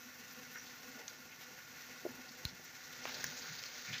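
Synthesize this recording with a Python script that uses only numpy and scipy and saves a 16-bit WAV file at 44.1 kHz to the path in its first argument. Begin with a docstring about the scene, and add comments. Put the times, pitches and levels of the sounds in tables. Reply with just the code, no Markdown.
"""A close, crackly hiss of cockroaches crawling over each other in a plastic tub, indoors.
Countless leg ticks and shell scrapes merge into the hiss, and the feet make the tub ring and drone.
A few sharp taps and dull bumps on the plastic stand out.
In the last second the heap scrambles harder."""
import sys
import numpy as np
from scipy import signal
from scipy.fft import rfft, irfft
from scipy.io import wavfile
from scipy.ndimage import uniform_filter1d

SR = 44100
rng = np.random.default_rng(int(sys.argv[2]) if len(sys.argv) > 2 else 0)


def dump_mix(stems):
    """Bounce the given channels to the path in sys.argv[1] as a 16-bit WAV at rate SR."""
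    frames = np.atleast_2d(stems).T  # one column per channel
    limited = np.clip(frames, -1, 1)  # hard clip at full scale
    pcm = np.round(limited * 32767).astype(np.int16)
    wavfile.write(sys.argv[1], SR, pcm)


N = 176400  # 4 seconds


def gain(db):
    """Turn decibels into a number to multiply by."""
    return 10 ** (np.asarray(db) / 20)


def normalize(x):
    """Scale a sound to an average strength (rms) of 1."""
    return x / np.sqrt(np.mean(x ** 2))


def fade(rows, column=1):
    """A gain that glides from one (time, level) row to the next."""
    rows = np.array(rows)
    return gain(np.interp(np.arange(N) / SR, rows[:, 0], rows[:, column]))


def shape_tone(x, points):
    """Make some frequencies stronger than others, then scale to strength 1."""
    hz, db = np.array(points).T
    freqs = np.maximum(np.fft.rfftfreq(N, 1 / SR), 1)
    gains = gain(np.interp(np.log(freqs), np.log(hz), db))
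    return normalize(irfft(rfft(x) * gains, N))


def resonate(x, hz, width, passes=1):
    """Keep the sound around one pitch; a narrower width rings longer."""
    b, a = signal.iirpeak(hz, hz / width, fs=SR)
    for _ in range(passes):
        x = signal.lfilter(b, a, x)
    return x


def cut_highs(x, edge_hz=7000):
    """Steeply remove the treble above the edge."""
    return signal.sosfilt(signal.butter(12, edge_hz, fs=SR, output="sos"), x)


def wander(per_s):
    """Drift up and down, gliding to a new random value per_s times a second."""
    hold = int(SR / per_s)
    steps = np.repeat(rng.standard_normal(N // hold + 2), hold)
    return normalize(uniform_filter1d(steps, hold)[hold // 2:hold // 2 + N])


def ticks(per_s, spread_db):
    """Tiny hits at random times: most are faint, a few are strong."""
    size = gain(spread_db * np.minimum(rng.exponential(size=N), 7))
    hits = rng.random(N) < per_s / SR
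    return normalize(hits * size * rng.standard_normal(N))


def strike(at, hz, width):
    """One blow sets off a ring that dies quickly; its peak is 1."""
    blow = 1e-18 + (np.arange(N) == int(at * SR))  # the tiny offset keeps the filter fast
    ring = resonate(blow, hz, width, passes=3)
    return ring / np.max(np.abs(ring))


# tone of the rustling legs (frequency [Hz], relative level [dB])
RUSTLE_TONE = [(530, -49), (900, -24), (1070, -9), (1240, -11), (1480, -1), (1630, -6), (2000, -2),
               (2600, -11), (3170, -13.5), (4400, -11), (5300, -10), (5900, -6), (6600, -10), (7500, -16.5)]
# how busy the heap is (time [s], rustle level [dB], claw fizz level [dB])
HEAP_LEVELS = [(0, -56, -60), (.65, -54.5, -60), (1.0, -55, -60.5), (1.22, -56.5, -62), (1.58, -54, -60),
               (2.0, -55.5, -62), (2.4, -54.5, -62.5), (2.76, -54.5, -61), (3.0, -51.5, -63),
               (3.45, -60.5, -63), (4, -50, -62)]

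def leg_rustle(flurry):
    """Legs tick on shells so often that the ticks blur into a hiss."""
    legs = ticks(per_s=14000, spread_db=1.45) * gain(1.2 * flurry)
    return cut_highs(shape_tone(legs, RUSTLE_TONE), edge_hz=7550) * fade(HEAP_LEVELS)


# tone of the finest claw scratching (frequency [Hz], relative level [dB])
CLAW_TONE = [(5000, -54), (7000, -1), (8200, -19), (9700, -8.5), (11000, -10), (12000, -1.5), (12800, 6.5),
             (15500, 5)]

def claw_fizz(flurry):
    """Scratching claws make a very high fizz that partly follows the flurries of the legs."""
    flicker_db = 2 * (0.68 * flurry + 0.59 * wander(per_s=60))
    scratching = ticks(per_s=25000, spread_db=1.4) * gain(flicker_db)
    single_ticks = gain(-8.5) * ticks(per_s=200, spread_db=0.8)
    return shape_tone(scratching + single_ticks, CLAW_TONE) * fade(HEAP_LEVELS, column=2)


# pitches at which the tub rings (frequency [Hz], width [Hz], relative level [dB])
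TUB_PITCHES = [(247, 19.2, 5.5), (499.6, 20.7, 3.5), (752, 35, -2.5), (1065, 29, -1.5), (1418, 80, -3.5),
               (1970, 240, -11.5), (2585, 128, -5)]
# how hard the feet make the tub ring (time [s], level [dB])
RING_LEVELS = [(0, -62), (.3, -61), (.55, -57.5), (.68, -63), (.96, -57), (1.15, -63.5), (1.7, -64),
               (2.0, -61), (2.2, -59), (2.4, -61), (2.75, -64.5), (3.12, -55), (3.3, -57.5), (3.47, -60.5),
               (3.65, -59.5), (4, -57.5)]

def tub_ring():
    """Pattering feet keep the plastic ringing at its own pitches."""
    feet = ticks(per_s=2500, spread_db=1.2) * gain(1.9 * wander(per_s=20))
    ring = sum(gain(db) * resonate(feet, hz, width) for hz, width, db in TUB_PITCHES)
    return normalize(ring) * fade(RING_LEVELS)


# tone of the flexing tub (frequency [Hz], relative level [dB])
DRONE_TONE = [(25, -14), (50, -8.5), (95, -6.5), (135, -2), (165, 5), (195, -5.5), (300, -0.5), (420, -8),
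              (900, -5), (1400, -28)]
# loudness of the drone (time [s], level [dB])
DRONE_LEVELS = [(0, -68), (1.0, -65), (1.3, -65), (2.0, -65), (2.1, -59), (2.35, -67.5), (2.52, -63),
                (2.75, -66.5), (3.15, -60.5), (3.7, -69.5), (3.93, -65), (4, -88)]

def tub_drone():
    """The tub flexes under the heap and gives a low drone."""
    return shape_tone(ticks(per_s=1500, spread_db=1.1), DRONE_TONE) * fade(DRONE_LEVELS)


# weight shifting on the tub's floor (time [s], peak level [dB])
WEIGHT_SHIFTS = [(0.053, -52), (.195, -56), (0.876, -56), (0.943, -52), (2.087, -47), (2.18, -52.5),
                 (2.298, -55), (3.085, -56), (3.155, -54), (3.901, -53.5)]

def floor_hums():
    """Shifting bodies make the floor of the tub hum briefly at its lowest ringing pitch."""
    return sum(gain(db) * strike(at, hz=241.6, width=49) for at, db in WEIGHT_SHIFTS)


# claw flicks and, near 2.06 s, the two contact ticks of the double bump (time [s], level [dB])
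HIGH_RASPS = [(.333, -52), (.535, -55), (.89, -59), (1.42, -57), (2.053, -60), (2.066, -59), (2.12, -57),
              (2.648, -53), (2.929, -56), (2.98, -59), (3.085, -55), (3.145, -58), (3.39, -57), (3.59, -58)]

def high_rasps(fade_s=0.0092):
    """Short, very high rasps, as a claw flicks across a shell or a bump makes contact."""
    t = np.arange(N) / SR
    swells = sum(gain(db) * np.exp(-2 * ((t - at) / fade_s) ** 2) for at, db in HIGH_RASPS)
    return shape_tone(ticks(per_s=9000, spread_db=2.2), CLAW_TONE) * swells


# scrapes on shells and plastic, plus the tub's brief low ring after the thump, at 2.52 s
# (peak time [s], length [s], level [dB], frequency [Hz], width [Hz])
SCRAPES_AND_RING = [(0.34, .012, -61, 3500, 5000), (0.562, 0.024, -48, 1580, 810),
                    (0.588, 0.03, -53, 5750, 700), (0.67, 0.032, -55.5, 4470, 4000),
                    (0.986, 0.05, -57.5, 540, 450), (1.016, 0.014, -56, 2080, 800),
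                    (1.098, 0.014, -57.5, 4530, 2500), (1.32, 0.032, -59, 2330, 1200),
                    (1.416, 0.023, -54.5, 3020, 5040), (1.582, 0.034, -55.5, 1800, 900),
                    (2.288, 0.013, -53.5, 4600, 2400), (2.487, 0.018, -53, 4300, 2200),
                    (2.52, 0.043, -56, 152, 90), (2.845, 0.022, -55, 5700, 2500),
                    (2.93, 0.0076, -50.5, 4000, 5000), (3.041, 0.0054, -47, 5550, 2500),
                    (3.078, 0.028, -47, 1980, 3000), (3.146, 0.011, -43, 4530, 2400),
                    (3.154, 0.045, -58.5, 533, 400), (3.266, 0.0078, -45, 6000, 1800),
                    (3.275, 0.074, -58.5, 140, 60), (3.384, 0.021, -47.5, 6300, 2500),
                    (3.424, 0.0097, -47.5, 4700, 2500), (3.457, 0.071, -54.5, 1480, 350),
                    (3.51, 0.053, -58, 149, 50), (3.589, 0.0075, -46.5, 4800, 3500),
                    (3.661, 0.02, -51, 4960, 2600), (3.881, 0.03, -49.5, 2190, 600),
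                    (3.911, 0.06, -49, 152, 55.9), (3.939, 0.033, -42, 2726, 2800),
                    (3.983, 0.0077, -45, 3900, 2500)]

def scrapes_and_ring():
    """Scrapes and one low ring of the tub: ticks around one pitch swell quickly and die away."""
    t, out = np.arange(N) / SR, 0
    for at, length, db, hz, width in SCRAPES_AND_RING:
        fade_s = length * np.where(t < at, 0.6, 1.31)  # quick rise, slower fall
        swell = np.exp(-2 * ((t - at) / fade_s) ** 2)
        band = resonate(ticks(per_s=5000, spread_db=0.5), hz, width, passes=2)
        out = out + gain(db) * swell * normalize(band)
    return cut_highs(out, edge_hz=7160)


# tone of a tap's crack (frequency [Hz], relative level [dB])
CRACK_TONE = [(300, -3), (1200, 0.5), (2500, -2.5), (5400, -9), (6500, -1), (8200, -20), (9600, -11.5),
              (11000, -15), (13500, -8), (15000, -1), (17000, 0.5)]
# sharp taps on the wall; row two is the first tap's quick echo, 3 ms later
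# (time [s], wall pitch [Hz], wall width [Hz], wall level [dB],
# shell pitch [Hz], shell width [Hz], shell level [dB], crack level [dB])
WALL_TAPS = [(1.0804, 3900, 3600, -32, 6000, 1700, -31, -51),
             (1.0832, 3840, 2000, -42, 6140, 1000, -37, -60), (2.4520, 3390, 900, -32, 4070, 790, -26, -29),
             (3.0543, 700, 1700, -28, 1980, 1460, -28, -43), (3.242, 1700, 700, -28, 5740, 1800, -24, -25),
             (3.6377, 3050, 3500, -30.5, 4840, 2500, -30.5, -49)]

def wall_taps(crack_s=0.00055):
    """Each tap, and the first one's echo, is a crack with a very short ring of wall and shell."""
    t, out = np.arange(N) / SR, 0
    for at, wall_hz, wall_width, wall_db, shell_hz, shell_width, shell_db, crack_db in WALL_TAPS:
        wall = gain(wall_db) * strike(at, wall_hz, wall_width)
        shell = gain(shell_db) * strike(at, shell_hz, shell_width)
        burst = np.exp(-((t - at) / crack_s - 1) ** 2)
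        crack = gain(crack_db) * burst * shape_tone(rng.standard_normal(N), CRACK_TONE)
        out = out + cut_highs(wall + shell, edge_hz=8000) + crack
    return out


# a double bump, then a thump (time [s], pitch [Hz], width [Hz], peak level [dB], overtone level [dB])
DULL_BUMPS = [(2.0500, 359, 186, -34.5, -38.5), (2.0615, 365, 222, -34.5, -37.5),
              (2.4513, 86, 148, -35.5, -66)]

def dull_bumps(overtone_ratio=1.7):
    """A soft knock flexes the tub: a low note plus a higher one, its overtone."""
    out = 0
    for at, hz, width, db, overtone_db in DULL_BUMPS:
        low_note = gain(db) * strike(at, hz, width)
        overtone = gain(overtone_db) * strike(at, hz * overtone_ratio, width)
        out = out + low_note + overtone
    return out


# tone of the scrambling shells (frequency [Hz], relative level [dB])
SCRAMBLE_TONE = [(150, -15), (300, -16), (550, -6), (800, -9), (1150, -10), (1450, 0.5), (2050, 1),
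                 (2900, -6), (3900, -1.5), (4700, 0), (5500, -2.5), (6600, 0), (7500, -10.5)]
# tone of the bright sizzle on top (frequency [Hz], relative level [dB])
SIZZLE_TONE = [(9000, -45), (12000, -27), (13300, -8), (14500, 1), (15500, 4)]
# how hard the heap scrambles (time [s], level [dB])
SCRAMBLE_LEVELS = [(0, -67), (2.85, -64), (3.02, -55.5), (3.08, -48.5), (3.26, -47.5), (3.33, -50),
                   (3.43, -48.5), (3.68, -51), (3.83, -50), (3.93, -52.5), (4, -50.5)]

def scramble():
    """Shells rub together in a gritty rush that stays faint until the last second."""
    shells = ticks(per_s=11000, spread_db=1.4) * gain(wander(per_s=71.1))
    rush = cut_highs(shape_tone(shells, SCRAMBLE_TONE), edge_hz=6970)
    sizzle = gain(-7) * shape_tone(shells, SIZZLE_TONE)
    return (rush + sizzle) * fade(SCRAMBLE_LEVELS)


def room(x, echo_db, decay_s=0.11):
    """Add short echoes from the tub and the room; they fall by 60 dB in decay_s."""
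    t = np.arange(SR // 2) / SR
    decay = np.exp(-np.log(1000) * t / decay_s) * (t > 0.002)  # the first echo takes 2 ms
    echoes = cut_highs(rng.standard_normal(len(t))) * decay
    echoes /= np.sqrt(np.sum(echoes ** 2))
    return x + gain(echo_db) * signal.fftconvolve(x, echoes)[:N]


def scene():
    """The crawling heap, taps and bumps in a small room, over faint microphone hiss."""
    hiss = gain(-82) * rng.standard_normal(N)
    flurry = wander(per_s=67.2)  # quick bursts of movement shared by legs and claws
    heap = leg_rustle(flurry) + claw_fizz(flurry) + scramble() + tub_ring() + tub_drone()
    crawling = room(heap + scrapes_and_ring() + high_rasps() + floor_hums(), echo_db=-14)
    knocks = room(wall_taps() + dull_bumps(), echo_db=-16)
    return (crawling + knocks + hiss)[None]


def record(dry, low_hz=36, top_hz=15500):
    """Thin out the deep bass and cut off the highest treble."""
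    bass_cut = signal.butter(2, low_hz, "high", fs=SR, output="sos")
    treble_cut = signal.ellip(12, 0.2, 60, top_hz, fs=SR, output="sos")
    return signal.sosfilt(treble_cut, signal.sosfilt(bass_cut, dry))


dry = scene()
out = record(dry)
dump_mix(out)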